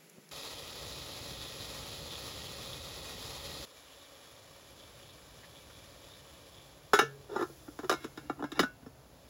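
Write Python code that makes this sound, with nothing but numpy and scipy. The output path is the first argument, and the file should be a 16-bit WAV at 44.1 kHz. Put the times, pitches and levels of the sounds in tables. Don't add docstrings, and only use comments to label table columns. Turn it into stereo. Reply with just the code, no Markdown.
import sys
import numpy as np
from scipy import signal
from scipy.fft import rfft, irfft
from scipy.io import wavfile
from scipy.ndimage import uniform_filter1d

SR = 44100
rng = np.random.default_rng(int(sys.argv[2]) if len(sys.argv) > 2 else 0)


def bounce(signal):
    frames = np.transpose(np.atleast_2d(signal))
    limited = np.clip(frames, -1, 1)
    pcm = np.round(limited * 32767).astype(np.int16)
    wavfile.write(sys.argv[1], SR, pcm)


N = 409688
TIME = np.arange(N) / SR
BINS = np.fft.rfftfreq(N, 1 / SR)
POT_S, BASKET_S = 0.312, 3.652
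TOUCH_S, SEAT_S, SHUTTING_S = 6.9336, 8.597, 0.39

# t/s, f/Hz
GAP_PITCH = [(6.93, 410), (7.3, 415), (7.43, 342), (7.7, 297), (7.8, 295), (7.835, 365), (7.9, 385),
             (7.97, 310), (8.3, 300), (8.43, 280), (8.56, 305), (8.62, 262)]
# f/Hz, relative level/dB, undamped T60/s
WALL_MODES = [(415, 0, .1), (734, -8, .11), (953, -10, .09), (1312, -5, .11), (1479, 2, .24),
              (1745, -4, .12), (2145, -11, .2), (2660, -10, .11), (2935, -7, .11), (3424, -7, .11),
              (3704, -13, .15), (5340, -9, .14), (6826, -9, .16), (7900, -16, .15), (8720, -18, .16),
              (9950, -14, .14), (14400, -21, .11)]


def amp(db):
    return 10 ** (np.asarray(db) / 20)


def unit_rms(x):
    return x / np.sqrt(np.mean(x ** 2) + 1e-20)


def curve_at(points, hz):
    f, value = np.transpose(points)
    return np.interp(np.log(hz + 1), np.log(f + 1), value)


def ramp(s, length_s):
    return np.clip((TIME - s) / length_s, 0, 1)


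def add(mix, s, sound):
    part = mix[:, round(s * SR):][:, :sound.shape[1]]
    part += sound[:, :part.shape[1]]


def butter(order, hz, kind="bandpass"):
    return signal.butter(order, hz, kind, fs=SR, output="sos")


def colour(x, db):
    return unit_rms(irfft(rfft(x) * amp(db), N))


def drift(rate_hz):
    return unit_rms(irfft(rfft(rng.standard_normal(N)) * np.exp(-(BINS / rate_hz) ** 2), N))


def arrivals(shape, per_s):
    return rng.random(shape) < per_s / SR


def damped(x, t60s):
    hz, t, bands = signal.stft(x, SR, nperseg=256)
    decay = amp(-60 * t / curve_at(t60s, hz)[:, None])
    return signal.istft(bands * decay, SR, nperseg=256)[1][:, :x.shape[1]]


def noise(spectrum):
    return colour(rng.standard_normal((2, N)), curve_at(spectrum, BINS))


def counter():
    spectrum = [(30, -40), (80, -42), (160, 4), (260, -5.5), (430, -2.5), (700, -13), (1100, -15),
                (2400, -11.5), (3800, -17.5), (8000, -16), (15500, -20.5)]
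    return amp(-58) * noise(spectrum)


def knocks_and_spits():
    # t/s, level/dB, f/Hz, T60/s
    handling = [(0.097, -47.5, 9000, 0.02), (.169, -49, 300, 0.034), (0.182, -41, 215, 0.046),
                (.291, -48, 7000, .012)]
    spits = [(0.73, -40, 3500, .012), (5.70, -54, 1270, 0.085)]
    out, t = np.zeros((2, N)), np.arange(SR // 8) / SR
    for s, db, hz, t60 in handling + spits:
        octave = butter(2, [hz / np.sqrt(2), hz * np.sqrt(2)])
        burst = unit_rms(signal.sosfilt(octave, rng.standard_normal((2, len(t)))))
        add(out, s, burst * amp(db - 60 * t / t60))
    return out


def pot_air(with_basket, ripple_db=1.6):
    # f/Hz, bandwidth/Hz, gain when open/dB, gain with the basket/dB
    modes = [(283.5, 32, 5.5, 11.5), (465, 70, 6.5, 4.5), (553.5, 50, 8.5, 12), (1270, 100, 2.5, -2),
             (1750, 600, 0, 8.5), (1887, 96, 7.5, 1), (2060, 160, 4, -2), (2345, 160, -2, 7),
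             (2510, 130, 7, 0), (2640, 105, 5.5, -1), (2910, 93, -1, 5.5), (3450, 160, 2.5, 4),
             (3820, 100, 3, 3), (4880, 270, 2.5, 4)]
    peaks_db = sum(gains[with_basket] / (1 + (2 * (BINS - hz) / width) ** 2)
                   for hz, width, *gains in modes)
    ripple = uniform_filter1d(uniform_filter1d(rng.standard_normal(len(BINS)), size=400), size=300)
    return peaks_db + ripple_db * unit_rms(ripple) * np.minimum(BINS / 2500, 1)


def simmer(response_db, per_s, spread_db, wash, flutter_db):
    size = amp(spread_db * np.minimum(rng.exponential(1, (2, N)), 5))
    clicks = size * rng.standard_normal((2, N)) * arrivals((2, N), per_s)
    crowd = unit_rms(clicks) + wash * rng.standard_normal((2, N))
    return colour(crowd, response_db) * amp(flutter_db * drift(rate_hz=20))


def hot_patches(half_width_hz=290, swing_db=8):
    patches = [colour(rng.standard_normal((2, N)), -20 * np.log10(1 + ((BINS - hz) / half_width_hz) ** 2))
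               for hz in np.linspace(3200, 4200, 4)]
    return unit_rms(sum(patch * amp(swing_db * np.tanh(drift(rate_hz=8))) for patch in patches))


def bubbling(per_s, spread_db, band_hz=(525, 585)):
    pops = amp(spread_db * np.minimum(rng.exponential(1, (2, N)), 4)) * arrivals((2, N), per_s)
    return unit_rms(signal.sosfilt(butter(2, band_hz), pops))


def gas_flame():
    spectrum = [(20, -55), (40, -9.5), (60, 1.5), (85, -3), (140, -1), (210, -11), (290, -8.5), (500, -12),
                (2000, -72)]
    return noise(spectrum) * amp(0.58 * drift(rate_hz=21))


def stove(fade_from_db=-8.5):
    # f/Hz, relative level/dB
    open_spectrum = [(100, -12), (220, -5.5), (500, -0.5), (800, 0), (1250, -1), (1600, -7), (2700, -6),
                     (3200, 1.5), (4200, 0.5), (5800, -3), (9000, -6.5), (15500, -12)]
    basket_spectrum = [(100, -15), (220, -4), (500, 1.5), (750, -7.5), (1150, 4.5), (1500, -8),
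                       (2700, -2.5), (3450, 3), (4200, -1.5), (5800, -2.5), (10000, -4.5), (15500, -13)]
    kitchen_spectrum = [(30, -41), (60, -28), (250, -15), (550, 3.5), (1000, -3.5), (2500, -12),
                        (5000, -13), (10000, -15.5), (15500, -14.5)]
    sizzle = hot_patches()
    open_db = curve_at(open_spectrum, BINS) + pot_air(with_basket=False)
    open_water = simmer(open_db, per_s=7000, spread_db=0.7, wash=0.75, flutter_db=0.97)
    basket_db = curve_at(basket_spectrum, BINS) + pot_air(with_basket=True)
    basket_water = simmer(basket_db, per_s=6000, spread_db=1, wash=0.64, flutter_db=0.84)
    rumble = gas_flame()
    open_water += amp(-11) * sizzle + amp(-19.5) * bubbling(per_s=140, spread_db=0)
    basket_water += amp(-13.5) * sizzle + amp(-13) * bubbling(per_s=70, spread_db=3)
    open_pot = amp(-44.5) * open_water
    open_pot += rumble * amp(-51.6 + fade_from_db * (1 - ramp(POT_S + 0.2, 0.36)))
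    steamer = amp(-56.5) * hiss_level() * basket_water + amp(-60) * noise(kitchen_spectrum)
    steamer += rumble * amp(-60 + fade_from_db * (1 - ramp(BASKET_S + 0.29, 0.85)))
    in_pot, in_basket = ramp(POT_S, 0.0012), ramp(BASKET_S, 0.0012)
    pot = (1 - in_basket) * open_pot + in_basket * steamer
    return (1 - in_pot) * counter() + in_pot * pot


def bubble_swarms(width_hz=300, per_s=450):
    swarms = [(1.287, 0.31, -47.5, 3520), (1.565, 0.097, -47, 3950), (2.081, 0.11, -44.5, 3370),
              (2.358, 0.19, -49, 3200), (2.653, 0.2, -50, 3440), (3.82, 0.17, -59.5, 3050),
              (3.978, 0.1, -59, 3700), (4.723, 0.18, -58.5, 3450), (4.992, 0.085, -56.5, 3300),
              (5.03, 0.13, -60, 3480), (5.417, 0.052, -57, 1840), (5.532, .08, -59, 3400),
              (5.697, 0.12, -59, 3450), (5.97, 0.15, -61, 3400), (6.081, 0.1, -58, 3630),
              (6.462, 0.25, -59.5, 3400)]
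    out = np.zeros((2, N))
    for s, length_s, db, hz in swarms:
        size = round(length_s * SR)
        clicks = rng.standard_normal((2, SR // 2)) * arrivals((2, SR // 2), per_s)
        ring = unit_rms(signal.sosfilt(butter(1, [hz - width_hz / 2, hz + width_hz / 2]), clicks))
        add(out, s, amp(db) * ring[:, :size] * np.hanning(size))
    return out


def hiss_level(lowered_db=-6.5, seated_db=-23.5, swell_db_per_s=34):
    dip_db = lowered_db * ramp(6.32, 0.77) + seated_db * ramp(SEAT_S - SHUTTING_S, SHUTTING_S)
    return amp(dip_db + swell_db_per_s * np.maximum(TIME - SEAT_S, 0))


def ringing(modes, t, t60_scale, place_db):
    hz, db, t60 = np.transpose(modes)[:, :, None]
    envelope = amp(db + place_db * rng.standard_normal(hz.shape) - 60 * t / (t60 * t60_scale))
    phase = 2 * np.pi * (hz * t + rng.random(hz.shape))
    polarity = rng.choice([-1, 1], hz.shape)
    return np.array([envelope * np.sin(phase), envelope * np.cos(phase) * polarity]).sum(1)


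def rebounds(t, chatter_s):
    contacts = 0.23 * rng.standard_normal(len(t)) * arrivals(len(t), per_s=2500) * np.exp(-t / chatter_s)
    contacts[0] = np.exp(-chatter_s / 0.026)
    return contacts


def lid_response(t, gap_hz, t60_scale, head):
    lid_modes = [(138, -2, 0.78), (447, -1.5, 0.11), (741, -3, 0.065), (817, -5, 0.059), (1040, -3, 0.17),
                 (1103, -10, 0.054), (1197, 2.5, 0.096), (1316, 3, 0.17), (1388, 6, 0.15), (1630, -5, 0.24),
                 (1744, 1.5, 0.13), (1940, -12, 0.081), (2242, -5.5, 0.17), (2776, -7.5, 0.18),
                 (2940, -8, 0.13), (3090, -22, 0.12), (3490, -6.5, 0.13), (3715, -1.5, 0.083),
                 (3850, -2.5, .09), (4230, -15, 0.12), (4980, -12, 0.13), (5220, -9.5, 0.13),
                 (5280, -18, 0.071)]
    crowd_spectrum = [(60, 17), (190, -41), (300, 3), (510, -6.5), (740, -4.5), (900, -1), (1280, 0),
                      (1750, 0.5), (2100, -6.5), (2600, -9), (3750, -12.5), (4550, -16.5), (5300, -10),
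                      (8500, -16), (15500, -19)]
    crowd_decay = [(150, 0.14), (400, 0.075), (1400, 0.086), (4000, 0.22), (12000, 0.1)]
    hz = np.fft.rfftfreq(len(t), 1 / SR)
    modes = ringing(lid_modes, t, t60_scale, place_db=4)
    crowd = irfft(rfft(rng.standard_normal((2, len(t)))) * amp(curve_at(crowd_spectrum, hz)))
    crowd = damped(crowd, [(f, t60 * t60_scale) for f, t60 in crowd_decay])
    puff = ringing([(gap_hz, 2.5, 0.059)], t, 1, place_db=0) * np.minimum(t * gap_hz, 1)
    return modes / modes[:, head].std(), crowd / crowd[:, head].std(), puff


def dispersed(x, lag_s=0.0048, corner_hz=360):
    size = x.shape[1]
    hz = np.fft.rfftfreq(2 * size, 1 / SR)
    phase = 2 * np.pi * lag_s * corner_hz * np.arctan(hz / corner_hz)
    return irfft(rfft(x, 2 * size) * np.exp(-1j * phase))[:, :size]


def clank(s, t, contacts, db, flex_db, edge_db, ring_db, rise_s, pump_db=0):
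    gap_hz = np.interp(s, *np.transpose(GAP_PITCH))
    t60_scale = np.interp(s, [TOUCH_S, SEAT_S], [1, 0.69])
    softness_db = -27 - db
    clunk_db = -1.5 + 0.4983 * softness_db + pump_db
    wall_db = -19.5 + 0.4185 * softness_db
    head = slice(0, SR // 80)
    modes, crowd, puff = lid_response(t, gap_hz, t60_scale, head)
    response = amp(ring_db) * modes + amp(-5) * crowd + puff
    sound = signal.fftconvolve(response, contacts[None], axes=1)[:, :len(t)]
    sound = signal.sosfilt(butter(4, 0.74 * gap_hz, "highpass"), sound)
    rise = 1 - np.exp(-t / rise_s)
    attack = rise * (1 + 1.06 * np.exp(-t / 0.0084))
    out = amp(wall_db) * contacts[0] * rise * ringing(WALL_MODES, t, t60_scale=0.68, place_db=6.5)
    bands = [(500, "lowpass", clunk_db), ([520, 1000], "bandpass", flex_db),
             ([1000, 2000], "bandpass", 0), (1950, "highpass", edge_db)]
    for hz, kind, band_db in bands:
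        band = attack * signal.sosfiltfilt(butter(3, hz, kind), sound, padtype=None)
        peak_rms = np.sqrt(uniform_filter1d(band ** 2, head.stop).max(1, keepdims=True))
        out += amp(band_db) * band / peak_rms
    return amp(db) * dispersed(out)


def lid(rise_s=0.00037):
    # t/s, strength/dB, dome flex/dB, bright edge/dB, free ring/dB, chatter time constant/s
    blows = [ (6.9333, -21, -1, -6, -3, 0.001), (6.9464, -31, -12, -2, -9, 0.0003),
             (6.979, -48, 0, 0, 0, .002), (6.9893, -20, -5, -3.5, 1, 0.0033),
             (7.013, -35, -15, -17, 11, 0.011), (7.311, -59.5, 3, -22, -6, 0.0071),
             (7.354, -48, 1, -20, 2, 0.0034), (7.360, -36, 3.5, -12.5, -3, 0.0077),
             (7.392, -43.5, 1, -18, 1, 0.0048), (7.410, -37.5, -4, -17, -6, 0.004),
             (7.4237, -36.5, -2.5, -8.5, -1, 0.0017), (7.497, -65, -3, -12, 0, 0.0035),
             (7.6801, -53.5, -3, -29, -7, 0.0004), (7.789, -45.5, 1, -5.5, -3, 0.00084),
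             (7.832, -50, 0, -13, 0, 0.003), (7.843, -47, -3, -7, -3, 0.0016),
             (7.895, -27.5, -1.5, -1.5, -4, 0.002), (7.912, -33.5, 2.5, 0.5, -1, 0.0026),
             (7.924, -35, 0, -0.5, 1, 0.002), (7.936, -43.5, 1, -1, -6, 0.0017),
             (8.043, -46.5, -5, 0.5, -4, 0.0017), (8.051, -51, -10, -6, -7, 0.0011),
             (8.174, -50.5, -1, 4, 0, 0.0016), (8.297, -35, 0, -14, 1.5, 0.00025),
             (8.394, -54, 9.5, -19, -1, 0.0003), (8.403, -54, 2, -19, -4, .0005),
             (8.424, -41, 1, -16, 0, .00045), (8.439, -41.5, 3, -10, -7, 0.003),
             (8.518, -48.5, -6, 6, -8, 0.001), (8.577, -52, -2, -10, -4, 0.0018),
             (8.5928, -23.5, -5.5, 0.5, -2, 0.00079), (8.6, -32.5, -15, 2, -2, 0.0032),
             (8.631, -32.5, -4.5, -6, -8, 0.00074), (8.825, -76, -1, -1, -5, 0.0071),
             (8.862, -56.5, -15, -13, 2, 0.0031)]
    # t/s, duration/s, strength/dB, dome flex/dB, bright edge/dB, pumped air/dB
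    slides = [(7.284, .07, -53, 3, -5, 1), (7.364, .065, -46.5, 1, -7, 1),
              (7.999, 0.042, -60, -11, 5, -4.5), (8.215, 0.053, -72, -9, 5, -1),
              (8.354, 0.056, -64, -3, -13, -4), (8.546, 0.038, -53, 0, 2, -7)]
    rim_after_rings = [(6.989, -50.5, 1640), (7.895, -48, 2200), (8.175, -58, 3400), (8.441, -55, 5000),
                       (8.519, -56, 2230), (8.593, -51, 2730)]
    thud_modes = [(62, -47, 0.45), (96, -45, .22), (171, -36, 0.2), (263, -24, 0.035), (348, -14, 0.059)]
    out, t = np.zeros((2, N)), np.arange(SR // 2) / SR
    for s, db, flex_db, edge_db, ring_db, chatter_s in blows:
        contacts = rebounds(t, chatter_s)
        add(out, s, clank(s, t, contacts, db, flex_db, edge_db, ring_db, rise_s + 0.14 * chatter_s))
    for s, length_s, db, flex_db, edge_db, pump_db in slides:
        contacts = scrape(t, length_s)
        add(out, s, clank(s, t, contacts, db, flex_db, edge_db, ring_db=-5, rise_s=rise_s, pump_db=pump_db))
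    rise = 1 - np.exp(-t / 0.0022)
    add(out, TOUCH_S, amp(-22.5) * rise * ringing(WALL_MODES, t, t60_scale=1, place_db=0))
    for s, db, centre_hz in rim_after_rings:
        add(out, s, amp(db) * rise * rim_ring(t, centre_hz))
    add(out, SEAT_S, rise * ringing(thud_modes, t, t60_scale=0.88, place_db=2.5))
    return out


def gap_hum(width_hz=22, start_db=-52, sag_db_per_s=25, rest_db=-72):
    phase = 2 * np.pi * np.cumsum(np.interp(TIME, *np.transpose(GAP_PITCH))) / SR
    hum = unit_rms(drift(width_hz) * np.cos(phase) + drift(width_hz) * np.sin(phase))
    level_db = np.maximum(start_db - sag_db_per_s * abs(TIME - TOUCH_S), rest_db)
    return hum * ramp(TOUCH_S, 0.05) * amp(level_db)


def room(x, first_s=0.013):
    decay = [(150, 0.16), (1000, 0.17), (4000, 0.11), (12000, 0.18)]
    size = SR // 2
    echoes = rng.standard_normal((2, size)) * arrivals((2, size), per_s=2500) * (TIME[:size] > first_s)
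    tail = damped(echoes, decay)
    return signal.fftconvolve(x, tail / np.linalg.norm(tail[0]), axes=1)[:, :N]


def rim_ring(t, centre_hz, lift_db=7, half_width_hz=160):
    rim_modes = [(1635, 1, .42), (1750, -2, .3), (2153, -6, .6), (2225, -8, .5), (2715, -7, .54),
                 (2760, -11, .35), (2865, -10, .3), (3144, -14, .25), (3360, -12, .5), (3930, -14, .35),
                 (5010, -17, .5), (5230, -15, .45)]
    modes = [(hz, db + lift_db / (1 + ((hz - centre_hz) / half_width_hz) ** 2), t60)
             for hz, db, t60 in rim_modes]
    return ringing(modes, t, t60_scale=0.88, place_db=2.5)


def scrape(t, length_s, per_s=350, spread_db=2.5):
    size = amp(spread_db * np.minimum(rng.exponential(1, len(t)), 3)) * rng.choice([-1, 1], len(t))
    force = (t < length_s) * (t / length_s) ** 0.36
    return size * arrivals(len(t), per_s) * force


def gap_hiss(start_s=7.3, fade_db_per_s=9):
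    spectrum = [(2000, -42), (5000, 0), (7000, -2), (10500, -2), (15500, -3)]
    level_db = -57.5 - fade_db_per_s * np.maximum(TIME - start_s, 0)
    opening = 1 - ramp(SEAT_S - SHUTTING_S, SHUTTING_S)
    return noise(spectrum) * ramp(start_s, 0.12) * amp(level_db) * opening


def stereo(pair, balance):
    likeness = [(60, 1.06), (500, 0.77), (1100, 0.73), (2000, 0), (3500, 0.34), (5200, 0.6), (5900, 0.13),
                (6800, 0.6), (7600, 0.8), (8400, 1), (9600, 2), (11000, 1), (15500, 3)]
    left_lead = [(0, 0), (1100, .6), (1700, 0), (2900, -1.7), (3500, -1.1), (4400, .35), (5500, .2),
                 (6100, -1), (7200, -.6), (8100, -3.1), (9000, -3.6), (10500, -6.2), (11600, -6.4),
                 (13000, -9.3), (14200, -9.6), (15500, -12.5)]
    left, other = rfft(pair)
    coherence = np.clip(curve_at(likeness, BINS), 0, 1)
    lag = np.exp(-1j * np.interp(BINS, *np.transpose(left_lead)))
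    right = (coherence * left + np.sqrt(1 - coherence ** 2) * other) * lag
    lean = amp(curve_at(balance, BINS) / 2)
    return irfft(np.array([left * lean, right / lean]), N)


def scene():
    # f/Hz, left minus right/dB
    lid_balance = [(60, 1), (200, 2), (380, 4.5), (700, 6), (1300, 7), (2400, 6.5), (4000, 6), (8000, 0),
                   (15000, 0)]
    pot_balance = [(60, -2.5), (110, 2), (200, -1), (380, 2.5), (700, 3.5), (1290, 3), (2380, 7.5),
                   (4400, 4), (8120, 0), (15000, 0.5)]
    clanks = lid()
    lid_in_room = stereo(clanks + amp(-16.5) * room(clanks), lid_balance)
    cooking = stove() + knocks_and_spits() + bubble_swarms() + gap_hiss()
    return lid_in_room + stereo(cooking, pot_balance) + gap_hum()


def record(dry, ceiling_db=-4, cutoff_hz=15900):
    rounded = amp(ceiling_db) * np.tanh(dry / amp(ceiling_db))
    lowpass = signal.firwin(511, cutoff_hz, window=("kaiser", 9), fs=SR)
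    return signal.oaconvolve(rounded, lowpass[None], "same")


dry = scene()
out = record(dry)
bounce(out)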